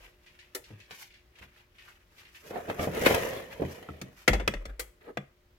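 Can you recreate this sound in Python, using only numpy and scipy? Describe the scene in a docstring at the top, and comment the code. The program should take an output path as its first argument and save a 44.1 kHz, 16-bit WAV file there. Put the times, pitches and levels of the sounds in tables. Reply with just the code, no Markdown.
"""Thin plastic sheets on a bench

Vacuum-formed sheets knock, snap, wobble and rattle in a small room, over air noise and a faint machine hum.
A sleeve rustles and crinkles; one sheet is dragged off the pile with a rough, ticking scrape.
Blows and wobbles are decaying modes; scrape, rubs and cloth are filtered grainy noise under moving gains.
"""
import sys
import numpy as np
from scipy import signal
from scipy.fft import rfft, irfft, next_fast_len
from scipy.io import wavfile
from scipy.ndimage import uniform_filter1d, map_coordinates

SR = 44100
rng = np.random.default_rng(int(sys.argv[2]) if len(sys.argv) > 2 else 0)


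def to_wav(s):
    """Save 16-bit WAV."""
    ch = np.atleast_2d(s).T  # columns
    pcm = np.round(np.clip(ch, -1, 1) * 32767)  # PCM
    wavfile.write(sys.argv[1], SR, pcm.astype(np.int16))


N = 246069
T = np.arange(N) / SR
HZ = np.maximum(np.fft.rfftfreq(next_fast_len(N), 1 / SR), 1)

# Room air spectrum: (frequency [Hz], relative level [dB])
AIR_SPECTRUM = [(25, -7.5), (50, 2), (110, -5.5), (200, -14.5), (400, -14.5), (800, -21), (2000, -21.5),
                (5000, -29.5), (9000, -38), (16000, -33.5)]
# Machine hum: (frequency [Hz], level [dB], depth of slow swell [0-1])
HUM_TONES = [(358, -75, .2), (600, -82, .3)]
# Cloth spectrum: (frequency [Hz], relative level [dB])
CLOTH_SPECTRUM = [(450, 2.5), (1000, 6), (1900, 10), (2700, 9.5), (4000, -1), (6500, -11), (9000, -18),
                  (12000, -12), (16000, -18)]
# Sleeve and hand brushing past: (time of fastest motion [s], half length [s], level [dB], relative hiss [dB])
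SLEEVE_STROKES = [(0.048, 0.03, -54, -9), (0.38, 0.11, -67, -7.5), (0.746, 0.095, -63.5, -10.5),
                  (0.991, 0.035, -56, 1), (1.024, 0.017, -59, -1), (1.424, 0.032, -55.5, -12.5),
                  (1.58, 0.04, -59.5, -11), (1.869, 0.051, -56, -8), (2.22, 0.051, -59.5, -5.5),
                  (2.365, 0.018, -57, -2), (2.475, 0.032, -56.5, -1), (2.833, 0.018, -49, 4),
                  (3.021, 0.0024, -51, 11.5), (3.524, 0.009, -47, -9.5), (3.726, 0.03, -56, 0),
                  (4.207, 0.035, -58.5, -4)]
# Small cloth crinkles: (time [s], level [dB], relative treble [dB])
CLOTH_CRINKLES = [(0.263, -54.5, -7), (0.39, -52.5, -7.5), (0.641, -57, 1), (0.802, -54, -5),
                  (.909, -48, -4), (1.029, -54.5, -3), (1.104, -60, -13), (1.14, -57.5, -9),
                  (1.355, -60.5, -6), (1.784, -53, -12), (2.181, -54.5, -7.5), (2.252, -56.5, -13),
                  (2.348, -51.5, -13)]
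# Sliding plastic spectrum: (frequency [Hz], relative level [dB])
SLIDE_SPECTRUM = [(50, -4.5), (90, -4), (170, -6), (280, -7.5), (450, -2.5), (620, -4.5), (900, -15.5),
                  (1500, -16.5), (2000, -13.5), (3200, -23.5), (5000, -24.5), (8700, -38.5), (11800, -32.5),
                  (16000, -39)]
# Resonances of the moulded hollows: (frequency [Hz], width [Hz], lift [dB])
HOLLOW_RESONANCES = [(480, 120, 6), (624, 63, 5), (1020, 120, 4.5), (1880, 190, 4), (3000, 310, 6.5)]
# One pull off the pile, easing off: (time [s], scrape force [dB], main hollow under the sheet [Hz])
DRAG_PATH = [(2.443, -54, 451.6), (2.66, -45.5, 447.7), (2.9, -42, 440), (2.95, -37.5, 448.8),
             (3.04, -30.5, 470.6), (3.09, -25, 502), (3.169, -29, 529), (3.262, -35, 500),
             (3.36, -39.5, 538.6), (3.48, -48, 508.4), (3.75, -47.5, 480), (4.13, -60, 480)]
# Short rubs: (time of middle [s], half length [s], level [dB], relative rasp [dB], spot resonance [Hz])
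RUB_EVENTS = [(0.923,0.029,-61,9,1020), (2.566,0.04,-37.5,-11,750), (2.705,0.02,-34.5,-8.5,547),
              (2.826,0.034,-33,-7,643), (2.971,.026,-34,-9,440), (3.069,.015,-25.5,3.5,542),
              (3.158,0.017,-33,-6,900), (3.382,0.045,-42.5,-7.5,570), (3.624,.015,-45,-11,790),
              (4.621,0.0135,-51.5,-9,550), (4.7,0.019,-53,-8,1600), (5.018,0.0089,-58,-2,1810),
              (5.06,0.027,-56,-4.5,432), (5.095,0.02,-41.5,-19,427)]
# Wobbles of a whole sheet or one stiff panel: (time [s], frequency [Hz], level [dB])
WOBBLE_EVENTS = [(0, 42, -50), (0.549, 380.5, -21.5), (0.718, 104, -36.5), (1.40, 67, -50.5),
                 (2.794, 84.6, -30.5), (3.626, 84.5, -30.5), (3.893, 78.1, -37), (4.019, 129, -34.5),
                 (4.293, 70, -23), (4.306, 48.4, -18), (4.542, 38.8, -29), (4.663, 49.9, -32),
                 (4.801, 51.2, -44), (5.172, 138.7, -31.5), (5.173, 195.3, -28)]
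# Blows on the sheets: (time [s], strength [dB], relative low thud [dB], contact [ms], build-up [ms],
# left minus right [dB], ring length as the grip damps it [x usual], struck spot resonance [Hz])
BLOWS = [(.547,-42.5,-34,0.049,1.7,1.5,1.08,4114), (.555,-48.5,-35,1.3,6.7,-1,1.7,1955),
         (.704,-57,11,0.5,1.1,1,0.81,447), (.908,-56,-1.5,0.34,0.46,9,0.58,826),
         (1.411,-64.5,10,0.34,1.4,1,0.98,416), (2.505,-38.5,-7,0.9,2.2,-2,0.74,358),
         (2.554,-35,-11.5,1.26,3.7,-16,1.25,793), (2.683,-35,-1.5,1.2,1.3,-5,0.54,363),
         (2.697,-36,-23,0.48,1.2,1,0.68,900), (2.793,-33,2,0.57,0.52,-1.5,0.98,636),
         (2.872,-25.5,-4,1.6,1.2,-3,0.87,536.1), (3.063,-22,-10.5,1.194,2.3,1,0.34,389),
         (3.108,-26,-4,0.76,0.77,1,0.48,620), (3.596,-31,-4,2.5,2.5,-12,0.83,480),
         (3.618,-23.5,-7.5,2.04,1.74,-4,0.53,432), (3.634,-38,-2,2.1,1.38,-5,0.742,630),
         (3.887,-42.5,3,0.91,0.9,-2,0.7,1190), (4.013,-45.5,6.5,.15,1.1,0,0.8,2450),
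         (4.277,-20,-4.5,0.24,1.2,0.5,0.86,2030), (4.33,-30,-7.5,0.27,1.4,3.5,1.22,720),
         (4.396,-37.5,-18,0.41,1.7,3,1.2,700), (4.476,-26.5,-4,0.24,0.43,-0.5,0.48,2680),
         (4.537,-39.5,-6,0.32,0.79,5.5,0.74,545), (4.652,-47,-2,0.19,2.7,2,0.63,550),
         (4.793,-40,-28,0.059,2.2,3,1.12,2040), (5.171,-34.5,-8.5,0.41,0.75,1,0.49,637)]
# Clear modes of a formed sheet: (frequency [Hz], relative level [dB], usual t60 [s])
SHEET_MODES = [(104.6, -5.5, 0.23), (140.3, -5, 0.23), (196.7, -3, 0.31), (240.6, -1, 0.062),
               (304, -4, 0.22), (395, -7, 0.071), (472.5, -1.5, 0.12), (521.7, 6, 0.09), (693, -5, 0.066),
               (792, -7.5, 0.07), (1255, 8, 0.062), (1490, 1.5, 0.04), (1872, 6.5, 0.1), (2040, 2, 0.12),
               (2620, -2, 0.12), (3340, -6, 0.2), (3840, -2.5, 0.034), (4730, -4.5, 0.073),
               (6100, -4, 0.081)]
# Thud, body, clack, crack, tick: (low [Hz], high [Hz], crowded modes' usual t60 [s], their level [dB], gain [dB])
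BLOW_RANGES = [(100.7, 400, 0.42, -2.5, -3), (326, 1100, 0.13, 0.5, -2.5), (1130, 3660, 0.078, 4.5, -1.5),
               (3930, 9300, 0.06, 11.5, -1.5), (8100, 21000, 0.083, 0, 3)]
# Spectrum of the crowded modes: (frequency [Hz], relative level [dB])
CRACK_SPECTRUM = [(70, 12.5), (550, 2.5), (1100, -10.5), (2100, -8.5), (4000, -22.5), (6000, -27),
                  (9000, -35.5), (12000, -35.5), (16000, -40.5)]
# Likeness of the two channels: (frequency [Hz], correlation [-1 to 1])
CHANNEL_CORRELATION = [(40, 1), (125, 0.94), (300, 0.86), (550, 0.23), (1000, 0.01), (16000, 0.056)]
# Colour difference of the microphone ports: (frequency [Hz], left minus right [dB])
PORT_DIFFERENCE = [(250, 1.06), (500, 0.5), (1100, -0.5), (2000, 1.5), (4000, 1.5), (8000, 2),
                   (14000, -6.5)]


def undb(db):
    """Decibels to gain."""
    return 10 ** (np.asarray(db) / 20)


def unit(x, size=None):
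    """Scale to rms 1, judged on the first size samples."""
    return x / np.sqrt(np.mean(x[..., :size] ** 2) + 1e-24)


def along(points):
    """Interpolate a (frequency [Hz], value) table over log frequency."""
    hz, value = np.transpose(points)
    return np.interp(np.log(HZ), np.log(hz), value)


def band(lo_hz, hi_hz, order=6):
    """Gain of a steep band-pass."""
    low_side = 1 + (lo_hz / HZ) ** (2 * order)
    high_side = 1 + (HZ / hi_hz) ** (2 * order)
    return (low_side * high_side) ** -.5


def resonance(hz, width_hz):
    """Gain of a single resonance."""
    return 1 / (1 + (2 * (HZ - hz) / width_hz) ** 2)


def hollow_shell():
    """Gain of sliding plastic with the resonances of its moulded hollows."""
    lift_db = sum(db * resonance(hz, width_hz) for hz, width_hz, db in HOLLOW_RESONANCES)
    return undb(along(SLIDE_SPECTRUM) + lift_db)


def pan(db):
    """Left and right gains for a level difference."""
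    return undb(np.array([[.5], [-.5]]) * db)


def fall(t, t60_s):
    """Free decay by 60 dB in t60."""
    return np.exp(-np.log(1000) * t / t60_s)


def walk(rate_hz):
    """Slow random curve, rms 1 about zero."""
    size = int(SR / rate_hz)
    steps = np.repeat(rng.standard_normal(N // size + 1), size)
    return unit(uniform_filter1d(steps, size)[:N])


def swell(s, db, fade_s=0.0091):
    """Gain that follows a level curve and dies away outside it."""
    outside_s = np.maximum(s[0] - T, 0) + np.maximum(T - s[-1], 0)
    return undb(np.interp(T, s, db)) * np.exp(-outside_s / fade_s)


def texture(gain, grain_db=0):
    """Stereo stream of tiny slips of uneven size through a frequency response."""
    grains = rng.exponential(size=N // 16 + 1)
    sizes = undb(grain_db * np.repeat(grains, 16)[:N].clip(0, 6))
    mid, side = rfft(rng.standard_normal((2, N)) * sizes, next_fast_len(N))
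    alike = along(CHANNEL_CORRELATION)
    mid, side = mid * np.sqrt(1 + alike), side * np.sqrt(1 - alike)
    stereo = np.array([mid + side, mid - side])
    return unit(irfft(stereo * gain, next_fast_len(N))[:, :N])


def cut(x, s, t):
    """Stretch of x from time s, at most as long as t."""
    return x[:, int(s * SR):][:, :len(t)]


def add(out, s, x):
    """Mix x in at time s."""
    i = int(s * SR)
    out[:, i:i + x.shape[1]] += x[:, :N - i]


def bend(x, ratio):
    """Shift all resonances of a texture by a moving ratio, as a sheet flexes."""
    place = np.cumsum(ratio)
    return np.array([map_coordinates(side, [place], order=3, mode="mirror") for side in x])


def catches(rate_hz, depth, t60_s=0.025):
    """Stick-slip gain: the surface catches at uneven moments, lets go with a quick jolt and settles."""
    jolts = (rng.random(N) < rate_hz / SR) * rng.exponential(size=N)
    t = T[:SR // 8]
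    shape = fall(t, t60_s) - fall(t, t60_s / 10)
    return unit(1 + depth * signal.fftconvolve(jolts, shape)[:N])


def workshop(air_db=-65, stir_db=0.68, stir_hz=3.5, swell_hz=0.22):
    """Room air as noise of slowly stirring level, and a machine's slowly swelling hum tones."""
    air = texture(undb(along(AIR_SPECTRUM)) * band(22, 17000)) * undb(air_db + stir_db * walk(stir_hz))
    slow = np.cos(2 * np.pi * swell_hz * T)
    hum = 0
    for hz, db, depth in HUM_TONES:
        hum = hum + np.sqrt(2) * undb(db) * (1 + depth * slow) * np.sin(2 * np.pi * hz * T)
    return air + hum


def sleeve(hiss_db=-.5, flutter_db=2.5, flutter_hz=60, patchy_db=2, patchy_hz=44.9):
    """Fibres brush as each movement speeds up and slows; each size of fold flutters on its own."""
    swish, hiss = 0, 0
    for s, half_s, db, bright_db in SLEEVE_STROKES:
        stroke = undb(db) / np.cosh(np.minimum(np.abs(T - s) / half_s, 20))
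        # overlapping strokes add in power
        swish = np.hypot(swish, stroke)
        hiss = np.hypot(hiss, undb(bright_db) * stroke)
    cloth = undb(along(CLOTH_SPECTRUM))
    edges_hz = np.geomspace(450, 5500, 7)
    folds = 0
    for lo_hz, hi_hz in zip(edges_hz, edges_hz[1:]):
        gain = cloth * band(lo_hz, hi_hz)
        # the norm restores the level that texture() evens out
        folds = folds + texture(gain, grain_db=3.5) * np.linalg.norm(gain) * undb(patchy_db * walk(patchy_hz))
    fibres = texture(cloth * band(5180, 15000), grain_db=1.0)
    brush = unit(folds) * swish + undb(hiss_db) * fibres * hiss
    return brush * undb(flutter_db * walk(flutter_hz))


def crinkles(t60_s=0.28, high_db=-1, snap=0.27, snap_t60_s=0.0046):
    """Folds of cloth give way with a tiny snap and settle in a short crisp burst."""
    cloth = undb(along(CLOTH_SPECTRUM))
    low = texture(cloth * band(1760, 5000), grain_db=2.0)
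    high = texture(cloth * band(4100, 9700), grain_db=3.0)
    out, t = np.zeros((2, N)), T[:SR // 3]
    burst = fall(t, t60_s) + snap * fall(t, snap_t60_s)
    for s, db, treble_db in CLOTH_CRINKLES:
        fibres = low + undb(high_db + treble_db) * high
        add(out, s, undb(db) * burst * cut(fibres, s, t))
    return out


def rubs(hiss_db=-12, judder=0.61, judder_hz=100, spot_db=-2.5, spot_q=5, glide=.08):
    """Brief juddering rubs, each singing in its own spot; the pitch sinks as the hand slides on."""
    shell = undb(along(SLIDE_SPECTRUM))
    light = texture(shell * band(210, 1500))  # too light to move the slow modes
    rasp = texture(shell * band(1000, 4200), grain_db=2)
    hiss = texture(shell * band(6700, 21000), grain_db=3.0)
    edge = rasp + undb(hiss_db) * hiss
    out, t = np.zeros((2, N)), T[:SR // 2] - T[:SR // 2].mean()
    for at, half_s, db, rasp_db, hz in RUB_EVENTS:
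        spot = texture(resonance(hz, hz / spot_q), grain_db=1)
        friction = cut(light + undb(rasp_db) * edge + undb(spot_db) * spot, at, t)
        stroke = undb(db) * np.exp(-(t / half_s) ** 2)
        add(out, at + t[0], stroke * bend(friction, 1 - glide * np.tanh(t / half_s)))
    return out * catches(judder_hz, judder)


def crackle(count=220, db=-3.0, spread_db=10, lo_hz=480, hi_hz=5000, cycles=20, tilt_db_per_octave=-5.0):
    """The dragged sheet flexes and catches in tiny decaying ticks, each at its own pitch."""
    s, force_db, _ = np.transpose(DRAG_PATH)
    out, t = np.zeros((2, N)), T[:SR // 20]
    for when, pitch, size, side in rng.random((count, 4)):
        at = s[0] + when * (s[-1] - s[0])
        hz = lo_hz * (hi_hz / lo_hz) ** pitch
        tilt_db = tilt_db_per_octave * np.log2(hz / lo_hz)
        gain = undb(db + np.interp(at, s, force_db) + spread_db * size ** 2 + tilt_db)
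        tick = np.sin(2 * np.pi * hz * t) * fall(t, cycles / hz)
        add(out, at, gain * tick * pan(10 * (side - .5)))
    return out


def scrape(rasp_db=-6.5, hiss_db=-12, rasp_growth=1.0, hiss_growth=1.153, judder=0.53, judder_hz=80,
           lurch_db=-0.13, lurch_hz=19.0, flex=.06, flex_hz=12, body_pan_db=-2):
    """Grained plastic sticks and slips over the pile; hollows shift as it lifts, rasp and hiss follow force."""
    s, force_db, hollow_hz = np.transpose(DRAG_PATH)
    shell = hollow_shell()
    lift = np.interp(T, s, hollow_hz) / HOLLOW_RESONANCES[0][0]
    low = bend(texture(shell * band(47, 1150), grain_db=1.5), lift) * pan(body_pan_db)
    middle = bend(texture(shell * band(1150, 4200), grain_db=1.5), lift * (1 + flex * walk(flex_hz)))
    high = texture(shell * band(5900, 21000), grain_db=3.0)
    force = swell(s, force_db - force_db.max())
    rasp = undb(rasp_db) * middle * force ** rasp_growth
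    hiss = undb(hiss_db) * high * force ** hiss_growth
    slide = undb(force_db.max()) * (low * force + rasp + hiss)
    return slide * catches(judder_hz, judder) * undb(lurch_db * walk(lurch_hz))


def wobbles(rise_s=0.021, cycles_to_60db=23.9):
    """A loose sheet or panel swings in one bending mode; slower swings last longer."""
    out, t = np.zeros((2, N)), T[:SR]
    for s, hz, db in WOBBLE_EVENTS:
        envelope = np.minimum(t / rise_s, 1) * fall(t, cycles_to_60db / hz)
        add(out, s, (undb(db) * np.sin(2 * np.pi * hz * t) * envelope)[None])
    return out


def rattle(swing, db=-21, growth=0.72, edge_db=-3.5, depth=3.9, catch_hz=60):
    """A wobbling sheet's loose edge chatters on its neighbour, hardest at one end of each swing."""
    shell = hollow_shell()
    buzz = texture(shell * band(350, 1100), grain_db=2)
    edge = texture(shell * band(1100, 2600), grain_db=1)
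    reach = np.abs(signal.hilbert(swing))
    touch = (reach + np.maximum(swing, 0)) / 2 / reach.max()
    chatter = touch ** growth * (buzz + undb(edge_db) * edge)
    return undb(db) * reach.max() * chatter * catches(catch_hz, depth)


def clear_modes(lo_hz, hi_hz, luck, length, ears, t, detune=.03):
    """The sheet's clear modes in one range; bending in the hands shifts them from blow to blow."""
    clear = np.zeros_like(ears)
    for (hz, db, t60_s), u in zip(SHEET_MODES, luck):
        if lo_hz <= hz < hi_hz:
            swing = np.sin(2 * np.pi * hz * (1 + detune * u) * ears)
            clear += undb(db) * np.sign(u) * swing * fall(t, t60_s * length)
    return clear


def struck_spot(hz, cluster, length, push, t, t60_s=.05, spread=0.11):
    """Modes crowd around the struck spot's resonance, within the spread as a share of it."""
    spot = sum(np.sin(2 * np.pi * (hz * (1 + spread * (2 * u - 1)) * t + turn)) for u, turn in cluster)
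    return unit(spot * fall(t, t60_s * length) * push, size=1100)


def knocks(delay_s=.0005, port_lag_s=0.00028, snap=0.4, snap_t60_s=0.0048, softness=2.16, spot_db=-5.5):
    """Blows ring the struck spot, clear modes and a crowd of short ones; long contact spares the high ranges."""
    out, t = np.zeros((2, N)), T[:SR // 3]
    ears = t - np.array([[0], [port_lag_s]])
    chance = rng.standard_normal((len(BLOWS), len(SHEET_MODES)))
    spots = rng.random((len(BLOWS), len(BLOW_RANGES), 2))
    for k, (lo_hz, hi_hz, crowd_t60_s, crowd_db, gain_db) in enumerate(BLOW_RANGES):
        crowd = texture(undb(along(CRACK_SPECTRUM)) * band(lo_hz, hi_hz))
        for blow, luck, cluster in zip(BLOWS, chance, spots):
            s, blow_db, thud_db, contact_ms, build_ms, pan_db, length, spot_hz = blow
            clear = clear_modes(lo_hz, hi_hz, luck, length, ears, t)
            # the contact itself snaps for a few milliseconds before the shell rings on
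            dense = cut(crowd, s, t) * (fall(t, crowd_t60_s * length) + snap * fall(t, snap_t60_s))
            push = 1 - np.exp(-(t * 1000 / build_ms) ** 2)
            ring = unit((unit(clear) + undb(crowd_db) * unit(dense)) * push, size=1100)
            # modes that swing more than once during the contact are hardly driven
            swings = np.sqrt(lo_hz * hi_hz) * contact_ms / 1000
            level_db = blow_db + gain_db + (thud_db if k == 0 else 0)
            drive = undb(level_db) / np.hypot(1, swings ** softness)
            # long waves reach both ports equally
            add(out, s + delay_s, ring * drive * pan(pan_db * min(k / 2, 1)))
            if k == 0:
                spot = struck_spot(spot_hz, cluster, length, push, t)
                add(out, s + delay_s, undb(blow_db + spot_db) * spot * pan(pan_db))
    return out


def glance(x, share=0.63, lag_s=.002, sway_s=0.0006, sway_hz=2):
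    """Swaying sheets throw back the treble a moment later, combing it differently at each port."""
    treble = signal.sosfilt(signal.butter(2, 900, "high", fs=SR, output="sos"), x)
    echo = np.array([map_coordinates(side, [(T - lag_s - sway_s * walk(sway_hz)) * SR], order=2)
                     for side in treble])
    return (x + share * echo) / np.sqrt(1 + share ** 2 / 2)


def room(x, build_s=0.0029):
    """Bench and walls return a short diffuse tail, as decaying noise in three bands."""
    t, tail = T[:SR * 2 // 3], 0
    # (low [Hz], high [Hz], level [dB], t60 [s])
    bands = [(120, 760, -13, 0.28), (900, 4000, -15, 0.34), (5160, 20000, -14, 0.31)]
    for lo_hz, hi_hz, db, t60_s in bands:
        echo = texture(band(lo_hz, hi_hz))[:, :len(t)] * fall(t, t60_s) * (1 - np.exp(-(t / build_s) ** 2))
        # scaled so that db is the tail's gain within its band
        tail = tail + undb(db) * unit(echo) * np.sqrt(2 * (hi_hz - lo_hz) / SR / len(t))
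    return x + signal.fftconvolve(x, tail, axes=1)[:, :N]


def scene():
    """Handling in the room; the wobbles and background are added without its tail."""
    swing = wobbles()
    cloth = sleeve() + crinkles()
    sliding = scrape() + crackle() + rubs()
    handling = cloth + sliding + rattle(swing[0]) + knocks()
    return workshop() + swing + room(glance(handling))


def record(dry, top_hz=16100):
    """The two ports colour the sound a little differently, and the recorder cuts the top."""
    size = next_fast_len(N)
    heard = irfft(rfft(dry, size) * pan(along(PORT_DIFFERENCE)), size)[:, :N]
    return signal.sosfilt(signal.ellip(10, .2, 80, top_hz, fs=SR, output="sos"), heard)


dry = scene()
out = record(dry)
to_wav(out)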